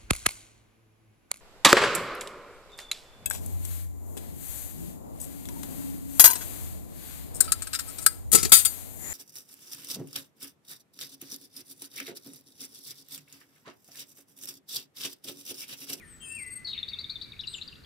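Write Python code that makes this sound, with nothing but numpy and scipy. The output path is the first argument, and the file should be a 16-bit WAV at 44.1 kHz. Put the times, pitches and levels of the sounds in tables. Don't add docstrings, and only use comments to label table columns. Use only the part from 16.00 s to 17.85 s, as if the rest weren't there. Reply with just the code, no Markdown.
import sys
import numpy as np
from scipy import signal
from scipy.io import wavfile
from scipy.ndimage import uniform_filter1d

SR = 44100
rng = np.random.default_rng(int(sys.argv[2]) if len(sys.argv) > 2 else 0)


def wav_out(sig):
    wavfile.write(sys.argv[1], SR, np.round(np.clip(np.atleast_2d(sig).T, -1, 1) * 32767).astype(np.int16))


def gain_from_db(level_db):
    decades = np.asarray(level_db, float) / 20
    return 10 ** decades


N = 81585

# time_s, pitch_hz, level_db
HIGH_RISE = [(.01, 8800, -75), (.045, 8860, -64.5), (.075, 8700, -58.5), (.115, 8200, -53.5),
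             (.16, 7790, -57.5), (.198, 8000, -65)]
HIGH_LONG = [(.195, 7800, -66), (.222, 8870, -56.5), (.25, 8920, -48.5), (.29, 8820, -45),
             (.328, 8630, -41.5), (.365, 8620, -43.5), (.432, 8420, -43.5), (.578, 8304, -41.5),
             (.588, 8430, -62)]
HIGH_UNDER = [(.2, 7770, -53.5), (.25, 7650, -63), (.3, 7650, -53.5), (.35, 7600, -59), (.39, 7350, -62),
              (.42, 7540, -79.5)]
HIGH_LATE = [(1.462, 6600, -61), (1.471, 7260, -59.5), (1.485, 8270, -53.5), (1.511, 8400, -53),
             (1.56, 7320, -51.5), (1.575, 7210, -49), (1.583, 6930, -56), (1.591, 5700, -52)]
# middle_s, length_s, dip_db
BREAKS = [
    (0.309, .02, -6.5),
    (.338, 0.015, -20),
    (0.377, 0.016, -9.5),
    (0.412, .01, -1),
    (0.45, 0.022, -40),
    (0.495, 0.018, -23),
    (0.548, 0.01, -29),
]
UPPER_DB, LOWER_DB = -22, -23


def high_whistler():
    song = np.zeros(N)
    add(song, *whistle(HIGH_LONG, upper_db=UPPER_DB, lower_db=LOWER_DB))
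    t = np.arange(N) / SR
    for middle, length, dip_db in BREAKS:
        flat_bell = np.exp(-(((t - middle) / (length / 2)) ** 2) ** 2)
        song *= gain_from_db(dip_db * flat_bell)
    add(song, *whistle(HIGH_RISE, upper_db=UPPER_DB, warble_hz=70))
    add(song, *whistle(HIGH_UNDER, octave_db=-15))
    add(song, *whistle(HIGH_LATE, upper_db=UPPER_DB))
    return song


# time_s, pitch_hz, level_db
LOW_OPENING = [(0, 2550, -58.5), (.02, 2070, -58), (.035, 1868, -51), (.05, 1793, -60), (.17, 1774, -81),
               (.3, 1810, -64.5), (.45, 1777, -74)]
LOW_LONG = [(0.201, 2880, -67), (.226, 2730, -59.5), (0.274, 2586, -50.5), (0.332, 2711, -46),
            (.362, 2727, -45), (0.409, 2140, -48.5), (0.445, 2022, -49), (0.488, 2016, -50),
            (0.573, 2032, -58.5), (.6, 2010, -69)]
LOW_SHORT = [(0.194, 3140, -79), (0.216, 3167, -53.5), (0.243, 3141, -46), (0.259, 3080, -63)]
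# time_s, pitch_hz, level_db
OVERTONES = [
    [(.3, 5390, -81), (.33, 5400, -67), (.36, 5380, -70), (.42, 5390, -71), (.46, 5380, -73)],
    [(.22, 6500, -67), (.37, 6800, -76)],
]


def low_whistler():
    song = np.zeros(N)
    for curve in [LOW_OPENING, LOW_LONG, LOW_SHORT] + OVERTONES:
        add(song, *whistle(curve))
    return song


# time_s, pitch_hz, level_db
FAR_WARBLE = [(.7, 3600, -61), (.73, 3216, -56), (.75, 2700, -48.5), (.77, 2338, -58), (.795, 2164, -55)]
FAR_PHRASE = [(.91, 2540, -62), (.915, 2860, -54), (.923, 2164, -56.5), (.958, 2300, -70),
              (.968, 2790, -57.5), (.985, 2050, -64.5), (1.04, 2252, -69), (1.1, 2326, -65),
              (1.152, 2540, -67)]
FAR_CLOSE = [(1.245, 2423, -65), (1.301, 2144, -71)]


def far_singer():
    song = np.zeros(N)
    add(song, *whistle(FAR_WARBLE, warble_hz=430))
    add(song, *whistle(FAR_PHRASE))
    add(song, *whistle(FAR_CLOSE))
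    return song


# start_s, length_s, level_db, first_hz, last_hz
TRILL = [
    (0.730, 0.014, -31, 3870, 3620),
    (.789, 0.019, -41.5, 4190, 4310),
    (.829, 0.012, -28.5, 3578, 3705),
    (.932, 0.017, -31.5, 3760, 3490),
    (1.041, 0.011, -31, 3864, 3444),
    (1.155, 0.016, -34.5, 3720, 3500),
]
# start_s, length_s, level_db, first_hz, last_hz
CHATTER = [
    (1.319, 0.0088, -39, 3990, 3280),
    (1.366, 0.0063, -46.5, 2700, 2070),
    (1.435, 0.018, -40.5, 3000, 2610),
    (1.530, 0.011, -46, 2800, 5970),
    (1.58, 0.013, -41.5, 2880, 2440),
    (1.753, 0.0125, -52, 2770, 5370),
    (1.836, 0.0069, -49.5, 3970, 5150),
    (1.845, .006, -47, 3470, 3050),
]
# start_s, length_s, level_db, first_hz, last_hz
HOOKS = [
    (1.330, 0.018, -50, 2920, 2214),
    (1.410, 0.0099, -47, 6440, 4880),
    (1.537, 0.0094, -32, 4230, 3620),
]
# time_s, pitch_hz, level_db
TWISTS = [
    [(.646, 4530, -43.5), (.653, 4414, -35.5), (.657, 4360, -36), (.6605, 4190, -41.5), (.663, 4450, -48),
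     (.668, 4500, -42)],
    [(.777, 3470, -35), (.78, 3624, -32), (.786, 3682, -39), (.79, 3786, -32), (.793, 3620, -42)],
    [(1.3915, 3320, -40), (1.395, 3946, -35), (1.401, 3887, -34.5), (1.4045, 3380, -38.5),
     (1.407, 3600, -34.5), (1.409, 4130, -45), (1.412, 4500, -38)],
    [(1.4705, 4040, -39), (1.473, 4880, -36.5), (1.4755, 4280, -35), (1.478, 3834, -31), (1.483, 4010, -41),
     (1.487, 4070, -32)],
    [(1.544, 3920, -35), (1.547, 3110, -39), (1.553, 2763, -39), (1.562, 3060, -52), (1.572, 3050, -67)],
    [(1.6135, 3650, -28), (1.616, 3875, -43), (1.62, 3920, -36.5), (1.6225, 4460, -41.5),
     (1.6255, 3610, -36.5), (1.628, 3650, -49), (1.632, 4440, -48), (1.636, 4950, -48)],
    [(1.677, 4380, -35), (1.679, 4733, -42.5), (1.684, 4760, -45), (1.686, 4000, -41), (1.688, 3480, -44.5),
     (1.691, 4000, -55), (1.694, 3450, -51), (1.698, 2740, -54)],
    [(1.726, 3020, -46), (1.7285, 2650, -46.5), (1.732, 2760, -50.5), (1.7355, 3050, -52),
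     (1.738, 2530, -57.5)],
]
TRILL_BEND, CHATTER_BEND, HOOK_BEND = 1.165, 0.76, 4.13


def close_singer():
    song = np.zeros(N)
    for notes, bend in ((TRILL, TRILL_BEND), (CHATTER, CHATTER_BEND), (HOOKS, HOOK_BEND)):
        for note in notes:
            add(song, *chirp(*note, bend, flutter_hz=50))
    for curve in TWISTS:
        add(song, *whistle(curve, edge_s=0.00133, size=50))
    return voice_box(song, splash_db=-33)


# start_s, length_s, level_db, first_hz, last_hz
BUZZ = [(.669, 0.05, -37, 4383, 4240), (.667, 0.055, -37.5, 4016, 3703), (.881, 0.011, -33, 3550, 3990),
        (.885, 0.028, -38.5, 4450, 4390), (.986, 0.012, -32, 3600, 4200), (.989, 0.034, -39.5, 4404, 4600),
        (1.095, 0.0146, -32.5, 3705, 4160), (1.099, 0.027, -37, 4500, 4374),
        (1.212, 0.015, -36, 3782, 4190), (1.216, 0.023, -40.5, 4373, 4490),
        (1.222, 0.031, -44.5, 3877, 4030)]


def buzzing_notes():
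    song = np.zeros(N)
    for note in BUZZ:
        add(song, *chirp(*note, TRILL_BEND, flutter_hz=85))
    return voice_box(song, splash_db=-23)


def voice_box(x, splash_db):
    z = signal.hilbert(x)
    power = abs(z) ** 2
    beating = power / (uniform_filter1d(power, size=150) + 1e-9) - 1
    mixed = (z * beating).real
    air = abs(z) * uniform_filter1d(rng.standard_normal(N), size=3)
    return x + gain_from_db(-15) * mixed + gain_from_db(splash_db) * air


WARBLE_RATE_HZ, WARBLE_TOP_S, SIDE_HZ = 72, .739, 3900
FUZZ_SHARE = .006


def whistle(curve, octave_db=-99, upper_db=-99, lower_db=-99, warble_hz=0, edge_s=0.0067, size=120):
    s, hz, db = np.transpose(curve)
    t = np.arange(s[0], s[-1], 1 / SR)
    pitch = uniform_filter1d(np.interp(t, s, hz), size=size, mode="nearest")
    pitch = pitch * (1 + FUZZ_SHARE * wander(len(t), size=60))
    pitch += warble_hz * np.cos(2 * np.pi * WARBLE_RATE_HZ * (t - WARBLE_TOP_S))
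    phase = 2 * np.pi * np.cumsum(pitch) / SR
    side_shift = 2 * np.pi * SIDE_HZ * t
    tone = np.sin(phase) + gain_from_db(octave_db) * np.sin(2 * phase)
    tone += gain_from_db(upper_db) * np.sin(phase + side_shift) + gain_from_db(lower_db) * np.sin(phase - side_shift)
    edge = 1
    if s[0] > 0:
        edge = np.clip(np.minimum(t - s[0], s[-1] - t) / edge_s, 0, 1)
    level = gain_from_db(np.interp(t, s, db) + .9 * wander(len(t), size=400))
    return s[0], np.sqrt(2) * edge * level * tone


RISE_S, FALL_S, FADE_DB = 0.0025, 0.0036, -4.5
FLUTTER_DB, THIRD_DB = 1.2, -42


def chirp(start, length, db, first_hz, last_hz, bend, flutter_hz):
    pitch_shake, level_shake = wander(4096, size=50), wander(4096, size=60)
    t = np.arange(0, min(length, .09), 1 / SR)
    u = t / length
    hz = last_hz + (first_hz - last_hz) * (1 - u) ** bend + flutter_hz * pitch_shake[:len(t)]
    phase = 2 * np.pi * np.cumsum(hz) / SR
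    ramp = np.clip(np.minimum(t / RISE_S, (length - t) / FALL_S), 0, 1)
    edge = np.sin(np.pi / 2 * ramp) ** 2
    level = gain_from_db(db + 1.5 + FADE_DB * u + FLUTTER_DB * level_shake[:len(t)])
    return start, edge * level * (np.sin(phase) + gain_from_db(THIRD_DB) * np.sin(3 * phase))


# pitch_hz, t60_s
RING = [(1500, 1.9), (3000, 0.51), (5000, 0.71), (9000, 0.36)]
# delay_s, level_db
ECHOES = [
    (0.009, -11),
    (.021, -17.5),
    (0.04, -21),
]


def lawn(x, wet_db, lean_db):
    taps = np.zeros((2, SR))
    at = np.arange(400, SR - 20, 20)
    at = at + rng.integers(0, 20, (2, len(at)))
    np.put_along_axis(taps, at, rng.choice([-1., 1.], at.shape), 1)
    taps[1] = 0.53 * taps[0] + 1.38 * taps[1]
    hz, t, z = signal.stft(taps, SR, nperseg=256)
    decay = gain_from_db(-60 * t / read(RING, hz)[:, None])
    tail = signal.istft(z * decay, SR, nperseg=256)[1]
    tail *= gain_from_db(wet_db) / np.linalg.norm(tail[0])
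    for s, db in ECHOES:
        tail[:, round(s * SR)] += gain_from_db(db + wet_db + 9.5)
    wet = signal.fftconvolve(x[None], tail, axes=1)[:, :N]
    direct = x * gain_from_db(np.array([[lean_db], [-lean_db]]) / 2)
    return direct + wet * gain_from_db(np.array([[1.5], [-1.5]]))


# pitch_hz, level_db (per Hz)
RUMBLE = [(12, -47), (20, -20.5), (75, 1.5), (113, -3.5), (275, -8.5), (439, -14), (586, -22), (797, -28.5),
          (1500, -21.5), (1950, -23.5), (3300, -120)]


def traffic():
    rumble = noise(RUMBLE + [(2500, -39)], -55, patchy_db=0.06)
    return rumble * gain_from_db(np.array([[-.4], [.4]]))


# pitch_hz, level_db
HISS = [(300, -14), (1300, 6), (2000, 4.5), (3200, -1), (5500, -5), (9500, -11), (12500, -10), (16000, -14)]


def hiss():
    return noise(HISS, -63, patchy_db=1.5) * gain_from_db(np.array([[1.2], [-1.2]]))


# pitch_hz, likeness (0 to 1)
LIKENESS = [(30, 0.32), (80, 0.76), (150, 0.29), (300, 0.16), (1000, 0.16), (5000, 0.59), (9000, 0.92),
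            (15000, 0.2)]


def noise(shape, db, patchy_db):
    frames, hz = N // 256 + 5, np.fft.rfftfreq(1024, 1 / SR)
    a, b, c, d, patches = rng.standard_normal((frames, 513, 5)).T
    patches = uniform_filter1d(uniform_filter1d(patches, size=8, axis=0), size=12, axis=1)
    same = np.clip(read(LIKENESS, hz), -1, 1)[:, None]
    left = a + 1j * b
    right = same * left + np.sqrt(1 - same ** 2) * (c + 1j * d)
    z = np.array([left, right]) * gain_from_db(read(shape, hz)[:, None] + patchy_db * evened(patches))
    return gain_from_db(db) * evened(signal.istft(z, nperseg=1024, noverlap=768)[1][:, :N])


def wander(count, size):
    return evened(uniform_filter1d(uniform_filter1d(rng.standard_normal(count), size), size))


def evened(x):
    return x / np.sqrt(np.mean(x ** 2) + 1e-20)


def read(points, hz):
    f, value = np.transpose(points)
    return np.interp(np.log(hz + 1), np.log(f + 1), value)


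def add(mix, s, sound):
    part = mix[max(round(s * SR), 0):][:len(sound)]
    part += sound[:len(part)]


def scene():
    birds = lawn(high_whistler(), wet_db=-9.5, lean_db=8.0)
    birds += lawn(low_whistler(), wet_db=-8.5, lean_db=10.0)
    birds += lawn(far_singer(), wet_db=-2.5, lean_db=10.0)
    birds += lawn(close_singer() + buzzing_notes(), wet_db=-9.5, lean_db=7.0)
    return birds + traffic() + hiss()


def roll_off(x):
    return signal.sosfilt(signal.butter(12, 15730, fs=SR, output="sos"), x)


def record(dry):
    band_limit = signal.firwin(401, 15600, window=("kaiser", 9), fs=SR)
    limited = signal.oaconvolve(dry, band_limit[None], "same")
    return roll_off(limited)


dry = scene()
out = record(dry)
wav_out(out)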